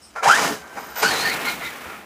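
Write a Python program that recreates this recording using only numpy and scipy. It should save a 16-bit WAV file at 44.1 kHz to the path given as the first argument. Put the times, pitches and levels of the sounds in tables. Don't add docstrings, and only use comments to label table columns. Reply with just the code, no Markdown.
import sys
import numpy as np
from scipy import signal
from scipy.fft import rfft, irfft
from scipy.io import wavfile

SR = 44100
rng = np.random.default_rng(int(sys.argv[2]) if len(sys.argv) > 2 else 0)


def output_pcm(signal):
    pcm = np.clip(np.atleast_2d(signal).T, -1, 1) * 32767
    wavfile.write(sys.argv[1], SR, np.round(pcm).astype(np.int16))


N = 90404


def from_db(db):
    return 10 ** (np.asarray(db) / 20)


def rms_one(x):
    return x / np.sqrt(np.mean(x ** 2) + 1e-20)


def seconds():
    return np.arange(N) / SR


def in_time(rows):
    start_s, *columns = np.transpose(rows)
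    return [np.interp(seconds(), start_s, column) for column in columns]


def coloured(x, points):
    pitch_hz, level_db = np.transpose(points)
    bins_hz = np.maximum(np.arange(N // 2 + 1) * SR / N, 1)
    shape_db = np.interp(np.log(bins_hz), np.log(pitch_hz), level_db)
    return rms_one(irfft(rfft(x) * from_db(shape_db), N))


def drift(rate_hz):
    bins_hz = np.arange(N // 2 + 1) * SR / N
    noise = rng.standard_normal(N)
    return rms_one(irfft(rfft(noise) / (1 + (bins_hz / rate_hz) ** 2), N))


def ring(clicks, pitch_hz, t60_s):
    decay = from_db(-60 / (t60_s * SR))
    turn = 2 * np.pi * pitch_hz / SR
    return signal.lfilter([.5, 0, -.5], [1, -2 * decay * np.cos(turn), decay * decay], clicks + 1e-18)


def grains(per_s, spread_db):
    sizes = from_db(spread_db * np.minimum(rng.exponential(1, N), 4.5))
    happens = rng.random(N) < per_s / SR
    return sizes * rng.choice([-1, 1], N) * happens


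TURN_S, TURN_LENGTH_S = 1.164, 0.32


def turned():
    return np.clip((seconds() - TURN_S) / TURN_LENGTH_S + .5, 0, 1)


def turning(x, side_on, tail_on):
    return (1 - turned()) * coloured(x, side_on) + turned() * coloured(x, tail_on)


# pitch_hz, level_db (relative)
AIR_COLOUR = [(30, 3), (70, 20), (150, -10), (1400, -49), (3500, -45), (15000, -24)]
AIR_DB = -56


def air():
    return from_db(AIR_DB) * coloured(rng.standard_normal(N), AIR_COLOUR)


# start_s, level_db
WHISTLE = [(.76, -82), (.79, -48), (.945, -54), (.975, -33), (1.005, -31), (1.035, -42), (1.06, -100)]
WHISTLE_HZ, WHISTLE_WIDTH_HZ = 13870, 188


def controller():
    phase = 2 * np.pi * WHISTLE_HZ * seconds()
    whistle = drift(WHISTLE_WIDTH_HZ / 2) * np.sin(phase) + drift(WHISTLE_WIDTH_HZ / 2) * np.cos(phase)
    return from_db(in_time(WHISTLE)[0]) * rms_one(whistle)


# start_s, pitch_hz, level_db
BUMPS = [(0.274, 142.4, -30), (.413, 199.4, -31.5), (.507, 288, -25.5), (.515, 427, -24), (1.859, 80, -37)]
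BUMP_T60_S = 0.17


def bumps():
    booms = np.zeros(N)
    for start_s, pitch_hz, level_db in BUMPS:
        age_s = np.maximum(seconds() - start_s, 0)
        level = from_db(level_db - 60 * age_s / BUMP_T60_S)
        booms = booms + level * np.sin(2 * np.pi * pitch_hz * age_s)
    return booms


# start_s, level_db
RUMBLE = [(.14, -56.5), (.22, -56), (.28, -36.5), (.37, -36), (.44, -28.5), (.52, -29.5), (.6, -45.5),
          (.68, -50.5), (.78, -43), (.99, -50), (1.035, -30.5), (1.25, -34), (1.5, -37), (1.56, -38.5),
          (1.78, -46.5), (1.93, -42), (2.05, -49)]
# pitch_hz, level_db (relative)
RUMBLE_COLOUR = [(40, -15), (110, -8), (210, 2), (290, 2.5), (430, -2), (650, -5.5), (1500, -21.5)]


def tyre_rumble():
    return from_db(in_time(RUMBLE)[0]) * coloured(rng.standard_normal(N), RUMBLE_COLOUR)


# start_s, level_db
SPRAY = [(.15, -58), (.165, -45), (.224, -55.5), (.231, -30), (.3, -24), (.46, -28), (.58, -42),
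         (.65, -54.5), (.76, -52), (.778, -42.5), (.86, -48), (.954, -50.5), (.959, -38), (1.022, -31),
         (1.029, -21.5), (1.1, -28), (1.28, -29), (1.34, -30), (1.385, -36.5), (1.445, -35.5),
         (1.462, -29.5), (1.51, -30.5), (1.55, -37), (1.61, -41.5), (1.665, -36), (1.7, -40), (1.92, -45.5),
         (2.05, -55)]
# pitch_hz, level_db (relative)
SPRAY_COLOUR = [(900, -36), (2000, -3), (2800, 0), (3600, -5.5), (5900, -2), (7900, -6.5), (11000, -14),
                (15300, -25)]
SPRAY_COLOUR_AWAY = [(900, -10), (2200, 1), (3200, -1), (4400, -5.5), (6300, -7), (9000, -10), (14200, -10)]
# pitch_hz, level_db (relative)
PANELS = [(3050, -3.5), (3880, -1), (4980, 1.5), (6500, -2), (7120, -6)]
PANEL_T60_S, GRIT_RING_DB = 0.028, -11
GRAINS_PER_S, GRAIN_SPREAD_DB = 10000, 1.5


def grit_spray():
    grit = turning(grains(GRAINS_PER_S, GRAIN_SPREAD_DB), SPRAY_COLOUR, SPRAY_COLOUR_AWAY)
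    pings = rms_one(sum(from_db(db) * ring(grit, hz, PANEL_T60_S) for hz, db in PANELS))
    grit_and_pings = grit + from_db(GRIT_RING_DB) * (1 - turned()) * pings
    clumps_db = 1.48 * drift(58)
    return from_db(in_time(SPRAY)[0] + clumps_db) * grit_and_pings


# pitch_hz, level_db (relative), t60_s
CHASSIS = [(444, -6, 0.26), (577, -12.5, 0.13), (677, -11.5, 0.21), (810, 4.5, 0.18), (968, -10.5, .12),
           (1107, -7.5, 0.19), (1416, -4, 0.098), (1551, 0, .12), (1809, -6.5, 0.055)]
# start_s, level_db
RATTLE = [(.148, -56.5), (.163, -30), (.2, -37), (.224, -37), (.231, -19.5), (.29, -21.5), (.35, -23),
          (.42, -24), (.47, -22), (.53, -32), (.6, -43.5), (.74, -45), (.78, -31), (.81, -39.5),
          (.955, -42), (.959, -35.5), (.99, -29.5), (1.018, -34), (1.032, -13.5), (1.06, -30.5),
          (1.15, -24), (1.22, -27.5), (1.37, -30), (1.425, -29), (1.475, -28.5), (1.56, -38), (1.62, -33),
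          (1.665, -40.5), (1.71, -37.5), (1.93, -39), (2.05, -47)]
# pitch_hz, level_db (relative)
RATTLE_COLOUR = [(200, -45), (420, -6), (700, 3.5), (1400, 2.5), (1900, -3), (2400, -5), (3000, -35),
                 (9000, -75)]
RATTLE_COLOUR_AWAY = [(200, -48), (420, -5), (700, -1), (1100, 1), (2400, -2), (3000, -10), (5000, -24),
                      (9000, -66)]
RATTLES_PER_S, RATTLE_SPREAD_DB = 2500, -1.5
CHASSIS_RING_DB = -8


def chassis_rattle():
    load = from_db(in_time(RATTLE)[0] + 1.08 * drift(21))
    ticks = grains(RATTLES_PER_S, RATTLE_SPREAD_DB)
    rings = np.zeros(N)
    for k, (pitch_hz, level_db, t60_s) in enumerate(CHASSIS):
        sign = (-1) ** k
        rings = rings + sign * from_db(level_db) * ring(ticks, pitch_hz, t60_s)
    direct = turning(ticks, RATTLE_COLOUR, RATTLE_COLOUR_AWAY)
    return load * (direct + from_db(CHASSIS_RING_DB) * rms_one(rings))


# start_s, level_db
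JOLTS = [(0.256, -24), (0.773, -35.5), (1.027, -25.5), (1.032, -19.5)]


def chassis_jolts():
    start_s, jolt_db = np.transpose(JOLTS)
    out = np.zeros(N)
    for pitch_hz, level_db, t60_s in CHASSIS:
        clicks = np.zeros(N)
        clicks[(start_s * SR).astype(int)] = from_db(jolt_db + level_db) * rng.choice([-1, 1], len(start_s))
        out = out + ring(clicks, pitch_hz, t60_s)
    return out


# start_s, length_s, level_db
SNATCHES = [(0.159, 0.015, -31.5), (0.179, 0.029, -29.5), (0.298, 0.0026, -4), (0.31, 0.0038, -7.5),
            (0.321, .004, -12)]
SNATCH_HZ, SNATCH_ATTACK_S, SNATCH_RELEASE_S = 1385, 0.0018, 0.0022


def snatches():
    t = seconds()
    level = np.zeros(N)
    for start_s, length_s, level_db in SNATCHES:
        attack = np.clip((t - start_s) / SNATCH_ATTACK_S, 0, 1)
        release = np.exp(-np.maximum(t - start_s - length_s, 0) / SNATCH_RELEASE_S)
        level = level + from_db(level_db) * attack * release
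    pitch_hz = SNATCH_HZ * (1 + 0.017 * drift(126))
    return level * rms_one(np.sin(2 * np.pi * np.cumsum(pitch_hz) / SR))


WHINE_WOBBLE, WHINE_ROUGH = 0.01805, 0.38
WHINE_FLUTTER_PER_S, SKIRT_HZ = 110, 352


def gear_tone(pitch_hz, rasp_share):
    phase = 2 * np.pi * np.cumsum(pitch_hz * (1 + WHINE_WOBBLE * drift(80.2))) / SR
    tone = (1 + WHINE_ROUGH * drift(WHINE_FLUTTER_PER_S)) * np.sin(phase)
    rasp = drift(SKIRT_HZ) * np.sin(phase) + drift(SKIRT_HZ) * np.cos(phase)
    return rms_one(tone + rasp_share * rasp)


def whine(curve, rasp_share, pairs=()):
    t = seconds()
    pitch_hz, level_db = in_time(curve)
    tones = gear_tone(pitch_hz, rasp_share)
    for ratio, pair_db in pairs:
        tones = tones + from_db(pair_db) * gear_tone(ratio * pitch_hz, rasp_share)
    lasting = (t > curve[0][0]) * (t < curve[-1][0])
    return from_db(level_db) * rms_one(tones) * lasting


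WHINE_RING_DB = 1


def through_chassis(x):
    rings = np.zeros(N)
    for pitch_hz, _, t60_s in CHASSIS:
        steady_gain_one = 2 * np.log(1000) / (t60_s * SR)
        rings = rings + ring(x, pitch_hz, t60_s) * steady_gain_one
    return x + from_db(WHINE_RING_DB) * rings


# start_s, pitch_hz, level_db
WHINE = [(.225, 479.6, -37), (.252, 634, -24), (.259, 760, -14.5), (.278, 968, -16), (.286, 1158, -14.5),
         (.312, 1403, -17), (.325, 1560, -9), (.338, 1590, -17.5), (.35, 1800, -21.5), (.372, 1860, -27),
         (.405, 1990, -47), (.52, 1760, -36), (.6, 1567, -51.5), (.95, 1570, -50.5), (.968, 1490, -31),
         (1.01, 1470, -45), (1.055, 1464, -15), (1.095, 1510, -23.5), (1.112, 1850, -27.5),
         (1.22, 2020, -39), (1.258, 1840, -22.5), (1.288, 1830, -27.5), (1.318, 2180, -26.5),
         (1.39, 2260, -53), (1.445, 2250, -38), (1.472, 2100, -24.5), (1.51, 2158, -29), (1.58, 2125, -51),
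         (1.635, 2031, -32), (1.672, 2070, -30.5), (1.71, 2000, -43)]
# speed_ratio, level_db (relative)
GEAR_PAIRS = [(.86, -10), (1.98, -13)]
GEAR_PAIRS_AWAY = [(.67, -10), (1.12, -8)]
# start_s, pitch_hz, level_db
FAR_WHINE = [(1.681, 1075, -72), (1.741, 1094, -49.5), (1.9, 1405, -44.5), (1.94, 1310, -42.5),
             (1.981, 1174, -47)]
# start_s, pitch_hz, level_db
UPPER_WHINE = [(1.02, 4446, -30.5), (1.085, 4490, -28.5), (1.154, 3972, -31), (1.25, 4366, -29.5),
               (1.335, 4136, -32.5), (1.379, 4088, -63), (1.49, 4146, -28.5), (1.579, 3945, -59),
               (1.664, 3750, -36.5), (1.72, 3830, -56)]
# start_s, pitch_hz, level_db
SERVO = [(.015, 5390, -57), (.04, 5310, -46.5), (.11, 5260, -57)]
# speed_ratio, level_db (relative)
SERVO_PAIRS = [(1.55, -2), (1.75, -5)]
SKIRT_SHARE, UPPER_RASP_SHARE = 0.24, 1.1


def gears():
    side_on = (1 - turned()) * whine(WHINE, SKIRT_SHARE, GEAR_PAIRS)
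    tail_on = turned() * whine(WHINE, SKIRT_SHARE, GEAR_PAIRS_AWAY)
    low = through_chassis(side_on + tail_on + whine(FAR_WHINE, SKIRT_SHARE))
    upper = whine(UPPER_WHINE, UPPER_RASP_SHARE)
    servo = whine(SERVO, UPPER_RASP_SHARE, SERVO_PAIRS)
    return low + upper + servo


def scene():
    ground = bumps() + tyre_rumble() + grit_spray()
    body = chassis_rattle() + chassis_jolts()
    drive = controller() + snatches() + gears()
    return (air() + ground + body + drive)[None]


MIC_LOW_CUT_HZ, CUTOFF_HZ = 75, 15400


def record(dry):
    low_cut = signal.butter(2, MIC_LOW_CUT_HZ, "high", fs=SR, output="sos")
    thinned = signal.sosfilt(low_cut, dry)
    rounded = 1.3 * np.tanh(thinned / 1.3)
    top_cut = signal.ellip(12, .2, 80, CUTOFF_HZ, fs=SR, output="sos")
    return signal.sosfilt(top_cut, rounded)


dry = scene()
out = record(dry)
output_pcm(out)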